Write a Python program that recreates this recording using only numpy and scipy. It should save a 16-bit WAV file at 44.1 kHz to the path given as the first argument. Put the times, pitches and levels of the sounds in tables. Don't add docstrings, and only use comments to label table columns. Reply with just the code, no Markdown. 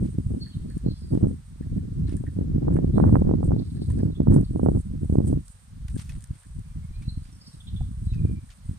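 import sys
import numpy as np
from scipy import signal
from scipy.fft import rfft, irfft
from scipy.io import wavfile
from scipy.ndimage import uniform_filter1d, map_coordinates

SR = 44100
rng = np.random.default_rng(int(sys.argv[2]) if len(sys.argv) > 2 else 0)


def unload_audio(sound):
    columns = np.transpose(np.atleast_2d(sound))
    steps = np.round(np.clip(columns, -1, 1) * 32767)
    wavfile.write(sys.argv[1], SR, steps.astype(np.int16))


N = 387198
T = np.arange(N) / SR

SHARP_REF_DB, SHARP_DB_PER_OCTAVE = -14, 20


def undb(db):
    return 10 ** (np.asarray(db) / 20)


def unit(x):
    return x / np.sqrt(np.mean(x ** 2))


def coloured(points, size):
    hz, db = np.transpose(points)
    f = np.fft.rfftfreq(size, 1 / SR) + 1e-3
    gain = undb(np.interp(np.log(f), np.log(hz), db, left=-200, right=-200))
    spectrum = rfft(rng.standard_normal(size))
    return unit(irfft(spectrum * gain, size))


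def band(x, hz, width_hz):
    return signal.lfilter(*signal.iirpeak(hz, hz / width_hz, SR), x)


def walk(per_s):
    hold = int(SR / per_s)
    steps = np.repeat(rng.standard_normal(N // hold + 1), hold)
    smooth = uniform_filter1d(uniform_filter1d(steps, hold), hold)
    return unit(smooth[:N])


def add(track, s, sound):
    i = int(s * SR)
    track[..., max(i, 0):i + sound.shape[-1]] += sound[..., max(-i, 0):N - i]


def speed_of(sharp_db):
    return 2 ** ((sharp_db - SHARP_REF_DB) / SHARP_DB_PER_OCTAVE)


def air():
    # frequency in Hz, relative level in dB per Hz.
    spectrum = [(290, -16), (500, 0.5), (648, -2.5), (1170, 1), (1720, -1), (2500, -5.5), (4020, -4.5),
                (6090, -7), (7450, -8), (8720, -3), (10200, -13.5), (14600, -17), (15500, -36)]
    level_db = -64
    both, left, right = (coloured(spectrum, size=2 ** 19)[:N] for _ in range(3))
    swell_db = 0.53 * walk(2.0) + 0.33 * walk(9)
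    return undb(level_db + swell_db) * unit(np.array([left, right]) + 0.26 * both)


def birds(warble_hz=327, rough=.5, wander=.8, ramp_s=.015, echo_s=0.06, echo_db=-4.5):
    # start in seconds, length in seconds, start pitch in Hz, end pitch in Hz,
    # warble depth in Hz, level in dB before the throb.
    notes = [(0.393, 0.1, 4430, 4270, 91, -49), (.398, 0.052, 4630, 4420, 101, -56.5),
             (0.428, 0.12, 3520, 3100, 140, -64), (0.483, 0.12, 4330, 3710, 150, -67),
             (.57, .07, 3160, 3200, 59.5, -72.5), (0.672, 0.086, 4430, 4300, 129, -64),
             (0.85, 0.11, 4320, 4120, 109, -57), (0.924, 0.11, 5270, 5200, 220, -63),
             (0.88, .25, 4780, 4730, 111, -65), (0.908, 0.088, 3290, 3540, 120, -66),
             (1.003, 0.047, 4260, 4070, 119, -66.5), (2.066, 0.02, 4120, 3870, 150, -66.5),
             (2.698, .055, 1870, 1850, 60, -77), (2.921, 0.066, 4130, 3820, 302, -58),
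             (3.548, 0.32, 4360, 4540, 444, -65), (3.948, 0.12, 5280, 4880, 333, -67.5),
             (4.11, 0.08, 4140, 3280, 67.4, -72), (4.14, 0.038, 3300, 3520, 110, -60),
             (4.411, 0.095, 4360, 4060, 485, -66), (6.638, 0.29, 2520, 2084, 40, -76.5),
             (6.921, 0.15, 2360, 2740, 25.3, -68.5), (6.933, 0.05, 4200, 3940, 200, -67),
             (7.032, 0.039, 4020, 4170, 200, -66), (7.069, 0.05, 4100, 4210, 130, -52.5),
             (7.224, 0.078, 4740, 4900, 173, -66.5), (7.318, 0.06, 5620, 5270, 199, -67),
             (7.407, 0.15, 5270, 5360, 203, -67), (7.378, 0.12, 5050, 4470, 148.6, -65.5),
             (7.44, 0.031, 3990, 3990, 100, -66.5), (7.515, 0.046, 3950, 3850, 60, -62.5),
             (7.595, 0.031, 3480, 3380, 234, -59), (7.664, 0.04, 3500, 3650, 319, -51.5),
             (7.753, 0.044, 3390, 3460, 171, -56.5), (7.817, 0.052, 3810, 3580, 200, -64),
             (8.062, 0.074, 4100, 3780, 100, -59), (8.048, .025, 4880, 4750, 150, -63),
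             (8.139, 0.068, 2640, 2410, 60, -63.5), (8.218, 0.185, 2390, 2370, 60, -69.5)]
    out = np.zeros(N)
    warble = np.sin(2 * np.pi * np.cumsum(warble_hz * (1 + rough * walk(120))) / SR)
    throb_db = 5.5 * walk(90)
    warble += wander * walk(400)
    for s, length, start_hz, end_hz, depth_hz, db in notes:
        span = slice(int(s * SR), int((s + length) * SR))
        bend = 1.5 if end_hz > start_hz else .7
        glide = np.linspace(0, 1, span.stop - span.start) ** bend
        hz = start_hz + (end_hz - start_hz) * glide + depth_hz * warble[span]
        tone = np.sin(2 * np.pi * np.cumsum(hz) / SR)
        envelope = signal.windows.tukey(len(hz), min(ramp_s * 2 / length, 1))
        add(out, s, undb(db + throb_db[span]) * envelope * tone)
    t = T[:SR // 4]
    houses = rng.standard_normal((2, len(t))) * np.exp(-t / echo_s)
    echoes = signal.fftconvolve(out[None], houses, axes=1)[:, :N]
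    direct = np.array([np.roll(out, 5), out])
    return direct + undb(echo_db) * echoes * np.std(out) / np.std(echoes)


def port(x, skirt=0.088):
    peak_hz, width_hz = 8710, 1100
    peak = band(band(x, peak_hz, width_hz), peak_hz, 2.0 * width_hz)
    return peak + skirt * band(band(x, 9300, 6500), 9600, 9900)


def crackle(per_s, scatter_db, tail_s=0.0048, hiss=1.0):
    hit = rng.random((2, N)) < per_s / SR
    size = hit * undb(scatter_db * np.minimum(rng.exponential(size=(2, N)), 4))
    grains = signal.lfilter([1], [1, -np.exp(-1 / (tail_s * SR))], size)
    return unit((unit(grains) + hiss) * rng.standard_normal((2, N)))


def swishes():
    # time in seconds, level in dB before the flutter.
    levels = [(0.0, -62), (0.05, -56), (0.24, -64), (0.8, -63.5), (0.85, -67.5), (1.15, -63), (2.05, -72),
              (2.17, -58), (2.2, -57.5), (2.47, -78), (2.69, -77), (2.74, -61), (2.86, -73.5), (2.96, -61),
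              (3.4, -73.5), (3.47, -56.5), (3.49, -68), (3.89, -62.5), (3.91, -53.5), (4.04, -68.5),
              (4.28, -69.5), (4.35, -45.5), (4.38, -58), (4.52, -63), (4.79, -58), (4.94, -70.5),
              (5.09, -60), (5.23, -63), (5.28, -48.5), (5.38, -68.5), (5.48, -56), (5.82, -70),
              (6.02, -50.5), (6.04, -66), (6.18, -60), (6.23, -61), (6.31, -65.5), (6.41, -57.5),
              (6.65, -68), (7.24, -62), (8.26, -63.5), (8.63, -67), (8.66, -57), (8.78, -63)]
    grass = unit(port(crackle(250, 1.8)))
    return grass * undb(np.interp(T, *np.transpose(levels)) + 2.1 * walk(40))


def add_scuffs(out, attack=0.19, fade_db=-8):
    # start in seconds, length in seconds, level in dB before shape and filters,
    # centre in Hz.
    scuffs = [(0.032, 0.075, -58.5, 2510), (1.13, 0.096, -61, 1800), (2.071, 0.089, -52, 1660),
              (3.885, 0.085, -61, 2500), (3.967, 0.066, -61, 1800), (4.306, 0.11, -61.5, 3500),
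              (5.262, 0.087, -62, 4000), (5.881, 0.0085, -46.5, 2000), (5.89, 0.036, -59, 4000),
              (5.97, 0.041, -51, 3480), (5.987, 0.053, -46, 2300), (6.032, 0.1, -58.5, 4000),
              (6.091, 0.018, -48.5, 3870), (6.095, 0.093, -55, 1500), (6.11, 0.028, -63, 4000),
              (6.304, 0.19, -60.5, 1430), (7.019, 0.027, -54, 2400), (7.233, 0.11, -60, 2000),
              (8.118, 0.061, -56.5, 2600), (8.493, 0.053, -52.5, 2470)]
    grit = crackle(1000, 5, tail_s=.0008, hiss=.3)
    for s, length, db, hz in scuffs:
        grains = grit[:, int(s * SR):int((s + length) * SR)]
        grains = 0.39 * grains[0] + grains
        u = np.linspace(0, 1, grains.shape[1])
        ramps = np.clip(np.minimum(u / attack, 4 * (1 - u)), 0, 1)
        shape = ramps * undb(fade_db * (u - .4))
        crunch = band(band(grains, hz, 2.7 * hz), hz, 2.9 * hz)
        add(out, s, undb(db) * shape * (crunch + 0.19 * port(grains, skirt=0.093)))


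def add_snaps(out, bright_t60_s=0.013, dull_t60_s=0.1, crack_db=-6.5, crack_t60_s=0.003):
    # start in seconds, level in dB before the filters,
    # dull part over bright part in dB before their fixed gains.
    snaps = [(0.1404, -49, -24), (0.464, -51.5, 7.5), (0.701, -44, -1.5), (0.778, -37.5, -18),
             (1.1475, -45, -9), (1.625, -53, 3), (1.78, -57, 6), (2.0822, -54.5, 6), (2.094, -43, -10),
             (2.118, -47, -20), (2.1677, -34.5, -15), (2.265, -50.5, 11.5), (2.397, -56, 3),
             (2.74, -40.5, -17), (2.764, -54, 15), (3.199, -46.5, -12), (3.4442, -42, -26),
             (3.7674, -51, 2.5), (3.902, -39, -10), (3.9886, -40, -2.5), (4.3108, -38.5, -3),
             (4.322, -54.5, -10), (4.342, -33.5, -30), (4.411, -39, -16), (5.0475, -47, -26),
             (5.2584, -43, -32), (5.481, -32.5, -35), (5.8827, -37.5, -11), (5.959, -40, -20),
             (6.092, -47, 5), (6.2073, -41, -16), (6.2235, -39, -23), (6.2409, -31, -22),
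             (6.273, -46, -26.5), (6.305, -48, -25), (6.4333, -46, -5), (6.593, -43, -18), (7.023, -48, -8),
             (8.136, -57, -7), (8.492, -47, -0.5)]
    ring_hz, ring_width_hz = 1760, 240
    t = T[:SR // 10]
    for s, db, dull_db in snaps:
        burst = rng.standard_normal((3, len(t)))
        bright = 1.7 * port(burst[:2] * undb(-60 * t / bright_t60_s), skirt=0.24)
        thud = band(burst[2] * undb(-60 * t / dull_t60_s), ring_hz, 2 * ring_width_hz)
        dull = 2.2 * undb(dull_db) * band(thud, ring_hz, ring_width_hz)
        crack = band(burst[2] * undb(crack_db - 60 * t / crack_t60_s), 5400, 7000)
        add(out, s, undb(db) * (bright + crack + dull))


def add_knocks(out, t60_s=0.032):
    # start in seconds, level in dB before onset and decay, ring in Hz.
    knocks = [(3.9, -43, 990), (5.883, -55, 4300), (5.96, -47, 1630), (6.094, -41, 2550),
              (7.022, -48, 2360), (7.808, -37.5, 754), (8.134, -45, 2600)]
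    t = T[:SR // 10]
    onset = 1 - np.exp(-t / 0.001)
    for s, db, hz in knocks:
        add(out, s, undb(db - 60 * t / t60_s) * np.sin(2 * np.pi * hz * t) * onset)


def shoes(port_top_hz=11900):
    out = swishes()
    add_scuffs(out)
    add_snaps(out)
    add_knocks(out)
    return signal.sosfilt(signal.butter(2, port_top_hz, fs=SR, output="sos"), out)


FULL_RATE_DB = -20


def buffeting(db, sharp_db, surge=.4, surge_db=4, flutter_db=3):
    # frequency in Hz, relative level in dB per Hz.
    spectrum = [(15, -8), (35, -6.5), (70, -1), (120, -4.5), (200, -8), (330, -22), (550, -41),
                (900, -68.5), (1600, -68), (2600, -94)]
    gust = 1.8 * np.tanh(walk(110) / 1.8)
    speed = np.clip(speed_of(sharp_db) * 2 ** (surge * gust), .2, 4)
    place = np.cumsum(speed)
    eddies = map_coordinates(coloured(spectrum, size=2 ** 21), [place], order=1, mode="wrap")
    fizz = unit(band(band(rng.standard_normal(N), 620, 700), 600, 1100))
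    fizz_db = -39.5 + 0.77 * (db - FULL_RATE_DB) + 2.6 * gust
    fizz_db += 1.8 * (np.minimum(sharp_db, -11) - SHARP_REF_DB)
    eddies += undb(fizz_db) * fizz
    return unit(eddies * undb(surge_db * gust + flutter_db * np.tanh(walk(18))))


def slap(width_ms, chance, core=0.7, core_db=-15, wake_ms=6, spin=0.45):
    t = 1000 * T[:int(.06 * SR)] - 30
    turn = np.exp(1j * np.pi * (np.round(chance[0]) + 0.21 + 0.77 * chance[1:]))
    shed_ms = wake_ms * (chance[2:] - .3) * np.arange(len(chance) - 2)
    cores = turn[1:, None] / (1 - 1j * (t - shed_ms[:, None]) / (core * width_ms)) ** 2
    vortex = turn[0] * np.exp(1j * spin * t / width_ms) / (1 - 1j * t / width_ms) ** 2
    swing = vortex + undb(core_db) * cores.sum(axis=0)
    return np.real(swing) * np.hanning(len(t))


def lesser_slaps(db, sharp_db, share):
    full_per_s, db_per_halving = 70, 5
    over_wind_db, scatter_db, least_width_ms = 0.5, 1, 1.12
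    when, side, spread, luck, girth = rng.random((int(full_per_s * N / SR), 5)).T
    i = (when * N).astype(int)
    peak_db = db[i] + over_wind_db + scatter_db * (2 * spread - 1)
    width_ms = least_width_ms / speed_of(sharp_db[i]) * 2 ** girth
    rows = np.transpose([T[i], peak_db, width_ms, side > share[i]])
    return list(rows[luck < 2 ** ((db[i] - FULL_RATE_DB) / db_per_halving)])


def leak(ports, leak_s=0.00049, leak_hz=266):
    pole = np.exp(-2 * np.pi * leak_hz / SR)
    late = [np.interp(T - leak_s, T, p) for p in ports[::-1]]
    return signal.lfilter([1 - pole], [1, -pole], late)


def wind(buffet_db=1.24, eddy_top_hz=1640):
    # time in seconds, level in dB before the buffeting gain,
    # sharpness in dB (upper rumble over lower).
    gusts = [(0.0, -25, -12), (0.12, -35, -20), (0.19, -31, -10), (0.24, -33.5, -28), (0.32, -26, -14),
             (0.54, -39, -15), (0.56, -31.5, -25), (0.66, -35.5, -13), (0.78, -26.5, -23), (0.8, -38, -19),
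             (0.879, -24.5, -9), (0.95, -38, -24), (1.1, -31.5, -13), (1.15, -21.5, -8), (1.2, -30, -13),
             (1.239, -18, -9), (1.3, -26.5, -10), (1.421, -45, -28), (1.78, -25, -13), (1.91, -34, -18),
             (1.96, -27, -21), (2.22, -28, -15), (2.33, -33, -16), (2.39, -22, -12), (2.5, -26, -14),
             (2.58, -23, -13), (2.7, -20.5, -10), (2.83, -21.5, -13), (2.93, -23, -16), (2.98, -16.5, -11),
             (3.45, -21, -13), (3.57, -20.5, -17), (3.64, -27.5, -7), (3.69, -33, -19), (4.059, -20, -13),
             (4.18, -28, -19), (4.2, -24, -12), (4.33, -17, -16), (4.35, -18, -6), (4.47, -25.5, -24),
             (4.62, -23, -9), (4.77, -21.5, -11), (4.84, -35.5, -24), (5.13, -21.5, -13),
             (5.36, -20.5, -15), (5.45, -43, -30), (5.6, -51, -29), (5.92, -30, -32), (5.968, -33, -17),
             (6.04, -40.5, -33), (6.109, -31, -26.5), (6.279, -44, -30), (6.309, -32.5, -26),
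             (6.38, -52.5, -23), (6.6, -33.5, -28), (6.63, -44, -30), (6.7, -37.5, -30),
             (7.209, -31.5, -30), (7.458, -54.5, -21), (7.798, -24.5, -29), (7.92, -36, -25),
             (8.121, -23.5, -31), (8.29, -24.5, -14.5), (8.438, -39, -33), (8.58, -54, -22.5),
             (8.658, -33.5, -29.5), (8.78, -37, -16.5)]
    # time in seconds, share from 0 to 1.
    left_share = [(0, 0.34), (1, 0.14), (2.2, 0.51), (3.3, 0.21), (3.7, 0.63), (4.1, 0.05), (5.4, 0.03),
                  (5.8, 0.29), (7.3, 0.06), (8.78, 0.03)]
    # centre in seconds, level in dB before the mesh,
    # width in ms, port (0 left, 1 right).
    single_slaps = [(0.0283, -13.5, 1.7, 0), (0.1857, -12.5, 1.83, 1), (0.266, -14.5, 3.5, 1),
                    (0.318, -24, 1.24, 1), (0.3468, -16, 1.4, 1), (0.5704, -19.5, 3, 0),
                    (0.7698, -14, 2.1, 0), (0.8634, -8.5, 1.63, 1), (0.8863, -9, 1.9, 1),
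                    (1.1337, -12, 1.47, 0), (1.1521, -10, 1.66, 1), (1.1753, -10, 1.33, 1),
                    (1.231, -12, 1.6, 1), (1.2381, -11, 1.38, 1), (1.258, -14, 1.3, 1),
                    (1.2696, -10.5, 1.4, 1), (1.312, -16, 1.7, 1), (1.6107, -17.5, 1.8, 0),
                    (1.7189, -16.5, 3.3, 0), (1.9685, -18.5, 3.55, 1), (2.125, -17, 1.63, 1),
                    (2.142, -15, 1.8, 1), (2.2394, -23, 0.91, 0), (2.389, -10.5, 1.43, 1),
                    (2.412, -11, 1.8, 1), (2.5584, -10.5, 2.7, 0), (2.5818, -12.5, 1.5, 1),
                    (2.6824, -12, 0.72, 1), (2.688, -13.5, 1.2, 1), (2.7574, -10, 1.5, 1),
                    (2.789, -10, 1.03, 1), (2.767, -23, 0.28, 1), (2.8456, -7.5, 1.38, 0),
                    (2.977, -5, 1.5, 1), (2.982, -5.5, 0.62, 1), (3.0007, -3, 0.71, 1),
                    (3.0129, -8.5, 1.4, 1), (3.04, -8, 0.61, 1), (3.0519, -9, 0.97, 1),
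                    (3.094, -14.5, 0.69, 1), (3.1273, -5, 1.3, 1), (3.1427, -4.5, 1.5, 1),
                    (3.156, -4, 0.51, 1), (3.1665, -4, 1.05, 1), (3.2205, -7, 0.97, 1),
                    (3.293, -11, 0.94, 1), (3.3127, -7.5, 0.89, 1), (3.3385, -8.5, 0.99, 1),
                    (3.4303, -12.5, 0.78, 1), (3.5084, -12.5, 1, 1), (3.519, -13.5, 0.65, 1),
                    (3.5642, -11.5, 1.3, 1), (3.8197, -13.5, 1.46, 0), (4.033, -5.5, 1.42, 1),
                    (4.2036, -3.5, 1.45, 1), (4.218, -12.5, 1.36, 1), (4.2721, -9.5, 0.83, 1),
                    (4.2836, -3, 1.8, 1), (4.323, -15, 0.72, 1), (4.3633, -2.5, 1.2, 1),
                    (4.5603, -8.5, 1.14, 1), (4.596, -12, 0.81, 1), (4.616, -17.5, 1.7, 1),
                    (4.6333, -4, 1.3, 1), (4.662, -2.5, 0.9, 1), (4.687, -1.5, 1.02, 1),
                    (4.718, -11, 1.4, 1), (4.7499, -10.5, 1.66, 1), (4.772, -13.5, 1.22, 1),
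                    (5.033, -13, 1.9, 1), (5.099, -11.5, 1.4, 1), (5.1254, -9, 1.56, 1),
                    (5.156, -7.5, 1.08, 1), (5.1856, -4, 1.4, 1), (5.2045, -8.5, 1.09, 1),
                    (5.3291, -7.5, 1.22, 1), (5.374, -10.5, 1.9, 1), (5.966, -17, 1.66, 0),
                    (6.309, -19, 3.15, 1), (6.5886, -21, 3.14, 0), (7.0799, -15.5, 3, 1),
                    (7.1755, -19.5, 3, 1), (7.8158, -14.5, 4.8, 1), (8.0716, -16, 3.5, 1),
                    (8.2514, -8, 1.8, 1), (8.694, -17.5, 3.1, 1)]
    s, *columns = np.transpose(gusts)
    db, sharp_db = (np.interp(T, s, c) for c in columns)
    share = np.clip(np.interp(T, *np.transpose(left_share)), 0, 1)
    rumble = [buffeting(db, sharp_db), buffeting(db, sharp_db)]
    ports = undb(db + buffet_db) * np.sqrt([share, 1 - share]) * rumble
    slaps = [*single_slaps, *lesser_slaps(db, sharp_db, share)]
    chances = rng.random((len(slaps), 6))
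    for (s, slap_db, width_ms, side), chance in zip(slaps, chances):
        add(ports[round(side)], s - .03, undb(slap_db) * slap(width_ms, chance))
    ports = signal.sosfilt(signal.butter(2, eddy_top_hz, fs=SR, output="sos"), ports)
    return ports + leak(ports)


def scene(airborne_pan_db=-2):
    airborne = shoes() + birds() + air()
    return wind() + airborne * undb(np.array([[airborne_pan_db], [-airborne_pan_db]]) / 2)


def record(dry, bass_hz=28.3, top_hz=15300):
    thinned = signal.lfilter(*signal.butter(1, bass_hz, "high", fs=SR), dry)
    rounded = np.tanh(thinned / 1.3) * 1.3
    return signal.sosfilt(signal.ellip(8, .2, 70, top_hz, fs=SR, output="sos"), rounded)


dry = scene()
out = record(dry)
unload_audio(out)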